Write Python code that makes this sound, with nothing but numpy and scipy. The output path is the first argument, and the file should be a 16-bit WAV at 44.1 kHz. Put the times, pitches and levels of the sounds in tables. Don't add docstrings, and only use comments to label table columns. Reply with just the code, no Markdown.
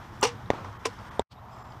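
import sys
import numpy as np
from scipy import signal
from scipy.fft import rfft, irfft
from scipy.io import wavfile

SR = 44100
rng = np.random.default_rng(int(sys.argv[2]) if len(sys.argv) > 2 else 0)


def makeup_ratio(level_db):
    decades = np.asarray(level_db, float) / 20
    return 10 ** decades


def transcribe(u):
    v = np.clip(np.atleast_2d(u).T, -1, 1)
    q = np.round(v * 32767).astype(np.int16)
    wavfile.write(sys.argv[1], SR, q)


N = 79380
T = np.arange(N) / SR
BETWEEN_SHOTS_S = .5

SLAP_S = [.2280, .2308, .2376, .2425, .2518, .2670, .2755, .2465, .2580, .2700, .2820, .2910, .8545, .8565,
          .8612, .8685]
# [body level/dB, rattle level/dB]
SLAPS = [(-8.5, -23.5), (-25.5, -18), (-21.5, -16.5), (-19.5, -23.5), (-17.5, -18), (-26, -30), (-31, -32),
         (-25.5, -26), (-32.5, -28.5), (-39, -30), (-38.5, -35.5), (-39.5, -41), (-19, -31.5), (-15.5, -22),
         (-32, -31), (-35, -31.5)]
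THUD_S = [
    .5034,
    .5106,
    .5355,
    1.1949,
    1.2020,
]


def rms_one(x):
    return x / np.sqrt(np.mean(x ** 2) + 1e-20)


def passed(x, hz, kind, order=2):
    return signal.sosfilt(signal.butter(order, hz, kind, fs=SR, output="sos"), x)


def lows_in_phase(x, hz):
    return signal.sosfiltfilt(signal.butter(3, hz, fs=SR, output="sos"), x)


def band_noise(low_hz, high_hz):
    return rms_one(passed(rng.standard_normal(N), [low_hz, high_hz], "band"))


def coloured(spectrum):
    hz, db = np.transpose(spectrum)
    log_hz, log_f = np.log(hz), np.log(np.maximum(np.fft.rfftfreq(N, 1 / SR), 1))
    outside = np.maximum(log_hz[0] - log_f, 0) + np.maximum(log_f - log_hz[-1], 0)
    shape = makeup_ratio(np.interp(log_f, log_hz, db) - 18 * outside)
    return rms_one(irfft(rfft(rng.standard_normal(N)) * shape, N))


def in_time(rows):
    s, *columns = np.transpose(rows)
    return [np.interp(T, s, column) for column in columns]


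def drift(rate):
    r = np.exp(-80 * np.pi * rate / SR)
    slow = signal.lfilter([1], [1, -2 * r, r * r], rng.standard_normal(N // 40 + 2002))[2000:]
    return np.interp(np.arange(N) / 40, np.arange(len(slow)), rms_one(slow))


def ring(times, heights, hz, t60):
    clicks = np.full(N, 1e-18)
    np.add.at(clicks, (np.asarray(times) * SR).astype(int), heights)
    r, w = makeup_ratio(-60 / (t60 * SR)), 2 * np.pi * hz / SR
    return signal.lfilter([0, np.sin(w)], [1, -2 * r * np.cos(w), r * r], clicks)


def burst(s, db, rise, t60):
    swell_db = 9.4 * (T - s) / max(rise, 1e-4)
    return makeup_ratio(db + np.where(T < s, swell_db, -60 * (T - s) / t60))


def lobe(s, width):
    return np.cos(np.pi / 2 * np.clip((T - s) / width, -1, 1)) ** 2


def limbs():
    # [f/Hz, first shot level/dB, second shot level/dB, t60/s]
    limb_modes = [(268, -12, -7.5, 0.088), (395, -13, 1, 0.022), (483, -10, -46, 0.15),
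                  (530, -8, -12, 0.041), (690, -24.5, 2.5, 0.011), (781, -8.5, 1.5, 0.057),
                  (900, 3.5, -16, 0.026), (1004.6, -5, -9, 0.073), (1100, -5, -3, 0.033),
                  (1527, -17.5, -18, 0.018)]
    s, body_db = np.array(SLAP_S), np.transpose(SLAPS)[0]
    body = 0
    for k, (hz, first_db, second_db, t60) in enumerate(limb_modes):
        mode_db = np.where(s < BETWEEN_SHOTS_S, first_db, second_db) - 4.5
        scatter_db = 1.5 * rng.standard_normal(len(s))
        body = body + (-1) ** k * ring(s, makeup_ratio(body_db + mode_db + scatter_db), hz, t60)
    return passed(passed(body, 3300, "low"), 220, "high")


def cams():
    # [f/Hz, first shot level/dB, second shot level/dB, t60/s]
    cam_modes = [(1980, -8.5, -15, .015), (2320, -7.5, -7, 0.016), (2816, -0.5, -10.5, 0.025),
                 (3290, -7, -3, .01), (3600, -12.5, -5, .012), (4400, -5.5, -3, .012),
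                 (4840, -7, -12, 0.013), (5100, -2.5, -2, 0.01), (5710, 3, 0, 0.012),
                 (5960, -0.5, -5, 0.011), (6950, -15, -9.5, .008), (7900, -10.5, -14, .009),
                 (8590, -9, -4, 0.011)]
    s, rattle_db = np.array(SLAP_S), np.transpose(SLAPS)[1]
    out = 0
    for hz, first_db, second_db, t60 in cam_modes:
        times = (s[:, None] + rng.uniform(0, .0012, (len(s), 3))).ravel()
        mode_db = np.where(s < BETWEEN_SHOTS_S, first_db, second_db) - 8
        heights = np.repeat(makeup_ratio(rattle_db + mode_db), 3) * rng.uniform(.6, 1.19, times.size)
        out = out + ring(times, heights * rng.choice([-1, 1], times.size), hz, t60)
    return out


def string_rush():
    # [t/s, level/dB, rise/s, f/Hz]
    rushes = [
        (0.223, -33, 0.0073, 1070),
        (0.2266, -34, 0.0025, 2660),
        (.8475, -49, .004, 1112),
        (0.851, -39, 0.0035, 2800),
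    ]
    return sum(burst(s, db, rise, 0.027) * band_noise(0.75 * hz, 1.15 * hz) for s, db, rise, hz in rushes)


def string_whip():
    # [t/s, level/dB, rise/s, t60/s]
    whips = [
        (0.23, -21, 0.0023, 0.13),
        (0.2362, -32.5, 0.0016, 0.056),
        (0.253, -37.5, 0.00099, 0.069),
        (0.2745, -39.5, 0.0016, 0.19),
        (0.8546, -24.5, 0.0011, 0.054),
        (0.8679, -32, 0.0023, 0.015),
        (0.8758, -50, 0.0025, 0.27),
    ]
    # [f/Hz, level/dB]
    whip_colour = [(900, 6), (1600, -0.5), (2700, 1), (4000, -5.5), (5700, -3.5), (8500, -10.5),
                   (11000, -20.5), (15000, -29.5)]
    flutter, noise = makeup_ratio(1.0 * drift(160)), coloured(whip_colour)
    since_slap = np.maximum(T - np.where(T < BETWEEN_SHOTS_S, SLAP_S[0], SLAP_S[-3]), 0)
    dull = lows_in_phase(noise, 6780)
    dulling_db_per_s = 129.5
    noise = dull + (noise - dull) * makeup_ratio(-dulling_db_per_s * since_slap)
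    return flutter * noise * sum(burst(*w) for w in whips)


def thrum():
    # [t/s, level/dB, start f/Hz, end f/Hz, hold/s]
    hums = [
        (0.228, -18.5, 390, 479, 0.04),
        (.264, -34.5, 468.7, 477, 0.076),
        (0.8548, -28.5, 415, 478, 0.032),
    ]
    rise_s, sag_db, t60_s = 0.0016, 6.5, 0.025
    out = 0
    for s, db, start_hz, end_hz, hold in hums:
        along = np.clip((T - s) / hold, 0, 1)
        hz = start_hz + (end_hz - start_hz) * along ** 2 * (3 - 2 * along)
        turn = 2 * np.pi * np.cumsum(hz * (T > s)) / SR
        fade_db = -sag_db * along * hold / 0.039 - 60 * np.maximum(T - s - hold, 0) / t60_s
        out = out + np.clip((T - s) / rise_s, 0, 1) * makeup_ratio(db + fade_db) * np.sin(turn)
    return out


def ticks():
    # [t/s, level/dB, f/Hz, t60/s]
    touches = [(0.2124, -30, 7450, 0.0099), (0.2124, -41.5, 9800, 0.008), (0.2122, -41, 5800, 0.008),
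               (0.2143, -36.5, 14810, .005), (0.24, -34.5, 7350, .010), (0.2166, -42.5, 3000, .008),
               (0.647, -37, 5560, 0.0023), (0.46, -38, 3840, 0.0027), (0.6472, -35, 2140, 0.004),
               (.729, -50.5, 5900, .006), (.868, -47.5, 5300, 0.086), (1.2, -41.5, 5000, .012),
               (1.2, -49, 6200, .006), (1.0775, -56, 8000, .005), (0.9008, -41, 4100, .005),
               (0.99, -43, 5010, .009), (0.96, -50, 5700, 0.0042), (1.722, -39, 4700, 0.003),
               (1.7215, -43.5, 3160, 0.0069)]
    return sum(passed(ring([s], makeup_ratio(db), hz, t60), [.88 * hz, 1.12 * hz], "band")
               for s, db, hz, t60 in touches)


def target():
    # [push level/dB, recoil level/dB, recoil lag/s, width/s]
    pushes = [
        (-5.5, -5.5, 0.00079, 0.00066),
        (-19, -44, 0.0035, 0.00091),
        (-23, -28, 0.001, 0.001),
        (-10, -8, 0.00074, 0.00073),
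        (-25, -57, .0013, 0.00082),
    ]
    # [f/Hz, first arrow level/dB, second arrow level/dB, t60/s]
    block_modes = [(81, -41, -25, 0.04), (393, -33, -16.5, 0.019), (957, -42, -22, 0.038),
                   (1874, -9.5, -24, 0.0049), (2800, -27, -50.5, .008), (3610, -21, -17, 0.0055),
                   (4430, -33, -46, .004), (5170, -45.5, -46, .005), (5860, -28, -51, 0.0052),
                   (6140, -50, -43, .008), (6970, -31.5, -55, .006), (7430, -51, -27, 0.006),
                   (8470, -45, -29.5, 0.0054), (10020, -46.5, -53, .007), (11700, -50.5, -56, .007),
                   (13560, -70, -52, .005)]
    out = 0
    for s, (push_db, recoil_db, lag, width) in zip(THUD_S, pushes):
        out = out + makeup_ratio(push_db) * lobe(s, 0.61 * width) - makeup_ratio(recoil_db) * lobe(s + lag, 0.78 * width)
    hits = np.array([THUD_S[0], THUD_S[3]]) - .00028
    for k, (hz, first_db, second_db, t60) in enumerate(block_modes):
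        polarity = (-1) ** (max(k, 2) + 1)
        tone = ring(hits, polarity * makeup_ratio(np.array([first_db, second_db])), hz, t60)
        band = [hz - min(0.26 * hz, 547), hz + min(0.28 * hz, 547)]
        out = out + passed(tone, band, "band")
    return passed(out, 14000, "low")


def echoes():
    # [t/s, level/dB, rise/s, t60/s]
    tails = [
        (0.506, -28.5, 0.00092, 0.064),
        (0.534, -38, 0.005, 0.76),
        (0.646, -45.5, 0.0016, 0.13),
        (1.2, -38.5, 0.00055, 0.088),
        (1.322, -50, 0.019, 0.068),
    ]
    # [f/Hz, level/dB]
    echo_colour = [(200, 6), (500, 5), (1100, 6), (2000, -6.5), (3300, -12.5), (6000, -20), (10000, -34)]
    # [f/Hz, level/dB]
    rustle_colour = [(1500, -3), (2600, 7), (4500, 11), (5600, -1), (8000, -5.5), (11000, -21)]
    # [t/s, level/dB, rise/s, t60/s, f/Hz]
    swells = [
        (.522, -39, .003, .04, 1150),
        (.538, -40.5, .008, 0.076, 1100),
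        (.56, -52.5, 0.014, 0.053, 3200),
        (.585, -44, .012, 0.076, 1140),
        (.599, -43, .003, .03, 1260),
        (.648, -39, .001, 0.027, 900),
        (.66, -39.5, .004, 0.053, 1100),
        (.685, -40.5, .006, .04, 947),
        (1.197, -27, 0.00056, .025, 996),
    ]
    out = sum(burst(*shape) * band_noise(.88 * hz, 1.12 * hz) for *shape, hz in swells)
    out += passed(coloured(echo_colour), 11900, "low", order=6) * sum(burst(*e) for e in tails[:-1])
    return out + coloured(rustle_colour) * burst(*tails[-1])


def squeak():
    # [t/s, f/Hz, level/dB]
    line = [
        (1.48, 6700, -82),
        (1.51, 7150, -71),
        (1.56, 7350, -68.5),
        (1.6, 7450, -68),
        (1.65, 7250, -71),
        (1.7, 7200, -72),
        (1.74, 7200, -67),
    ]
    hz, db = in_time(line)
    turn = 2 * np.pi * np.cumsum(hz * (1 + 0.0121 * drift(60.2))) / SR
    drawing = (T > line[0][0]) & (T < line[-1][0])
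    lines = np.sin(turn) + makeup_ratio(2) * np.sin(.70 * turn)
    return makeup_ratio(db - 1.5) * drift(120) * drawing * lines


def birds():
    # [t/s, length/s, start f/Hz, end f/Hz, level/dB]
    bird_notes = [
        (1.05, 0.046, 8100, 8850, -72.5),
        (1.105, .04, 8950, 8850, -75),
        (1.13, .055, 8850, 8700, -66),
        (1.35, 0.061, 3650, 3900, -64),
        (.762, 0.044, 3150, 3150, -66),
        (1.09, .03, 3350, 3350, -60),
        (1.5, .08, 7900, 7600, -70),
        (1.5, .07, 5150, 5150, -64),
    ]
    wobble = 2.2 * drift(60.1)
    out = 0
    for s, length, hz, end_hz, db in bird_notes:
        mean_hz = hz + (end_hz - hz) * (T - s) / (2 * length)
        tone = np.sin(2 * np.pi * mean_hz * (T - s) + wobble)
        out = out + makeup_ratio(db) * lobe(s + length / 2, length / 2) * tone
    return out


def air():
    # [t/s, rumble level/dB, traffic level/dB, leaves level/dB]
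    swell = [(0, -45.5, -46, -58), (.2, -43, -49, -57.5), (.4, -43.5, -48.5, -57.5), (.55, -42, -46.5, -65),
             (.68, -43.5, -51, -57.5), (.75, -44, -47.5, -60), (.95, -43, -47.5, -55),
             (1.201, -46, -46, -59), (1.33, -52, -52, -67.5), (1.45, -48, -48.5, -65),
             (1.6, -47.5, -46, -60), (1.78, -43.5, -47.5, -60)]
    # [f/Hz, level/dB per Hz]
    rumble = [(25, -14.5), (55, -4.5), (95, -1), (118, 1.5), (150, -10), (220, -8.5), (300, -15.5),
              (420, -19)]
    traffic_before = [(300, -13.5), (450, -12), (700, -4.5), (1000, -0.5), (1400, -4.5), (2000, -13),
                      (2800, -21.5)]
    traffic_after = [(300, -15.5), (540, -11), (680, -3), (850, -0.5), (1200, -3.5), (1600, -15),
                     (2000, -18), (2700, -25.5)]
    leaves = [(1800, 8), (2500, -6), (3300, 3.5), (4200, -6), (5500, -2.5), (7000, -10), (9000, -15),
              (15000, -23.5)]
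    # [t/s, depth 0-1]
    dips = [
        (.783, .95),
        (1.103, .92),
        (1.637, .88),
    ]
    traffic = np.where(T < 1.27, coloured(traffic_before), coloured(traffic_after))
    out = 0
    for db, noise, flicker_db in zip(in_time(swell), (coloured(rumble), traffic, coloured(leaves)), (1.5, 1.2, 1.1)):
        out = out + makeup_ratio(db + flicker_db * drift(15.8)) * noise
    out = signal.sosfilt(signal.cheby2(14, 60, 15200, fs=SR, output="sos"), out)
    low = lows_in_phase(out, 2000)
    dip = sum(depth * lobe(s, .010) ** .5 for s, depth in dips)
    return low + (out - low) * (1 - dip)


def whine():
    # [f/Hz, level/dB rms]
    whine_lines = [(11719, -78.5), (14626, -77)]
    return sum(makeup_ratio(db + 2.0 + 2.5 * drift(28.5)) * np.sin(2 * np.pi * hz * T) for hz, db in whine_lines)


def scene():
    bow = limbs() + cams() + string_rush() + string_whip() + thrum() + ticks()
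    arrow = target() + echoes()
    return (bow + arrow + squeak() + birds() + air() + whine())[None]


def low_pass(x):
    return signal.sosfilt(signal.butter(12, 16320, fs=SR, output="sos"), x)


def record(dry):
    # [t/s, gain level/dB]
    fade = [
        (1.2215, -1),
        (1.2235, -19.5),
        (1.25, -54),
        (1.29, -52.5),
        (1.30, -29),
        (1.316, -4),
        (1.33, -1.5),
    ]
    gain_db, = in_time(fade)
    return low_pass(passed(dry, 15400, "low", order=10) * makeup_ratio(gain_db))


dry = scene()
out = record(dry)
transcribe(out)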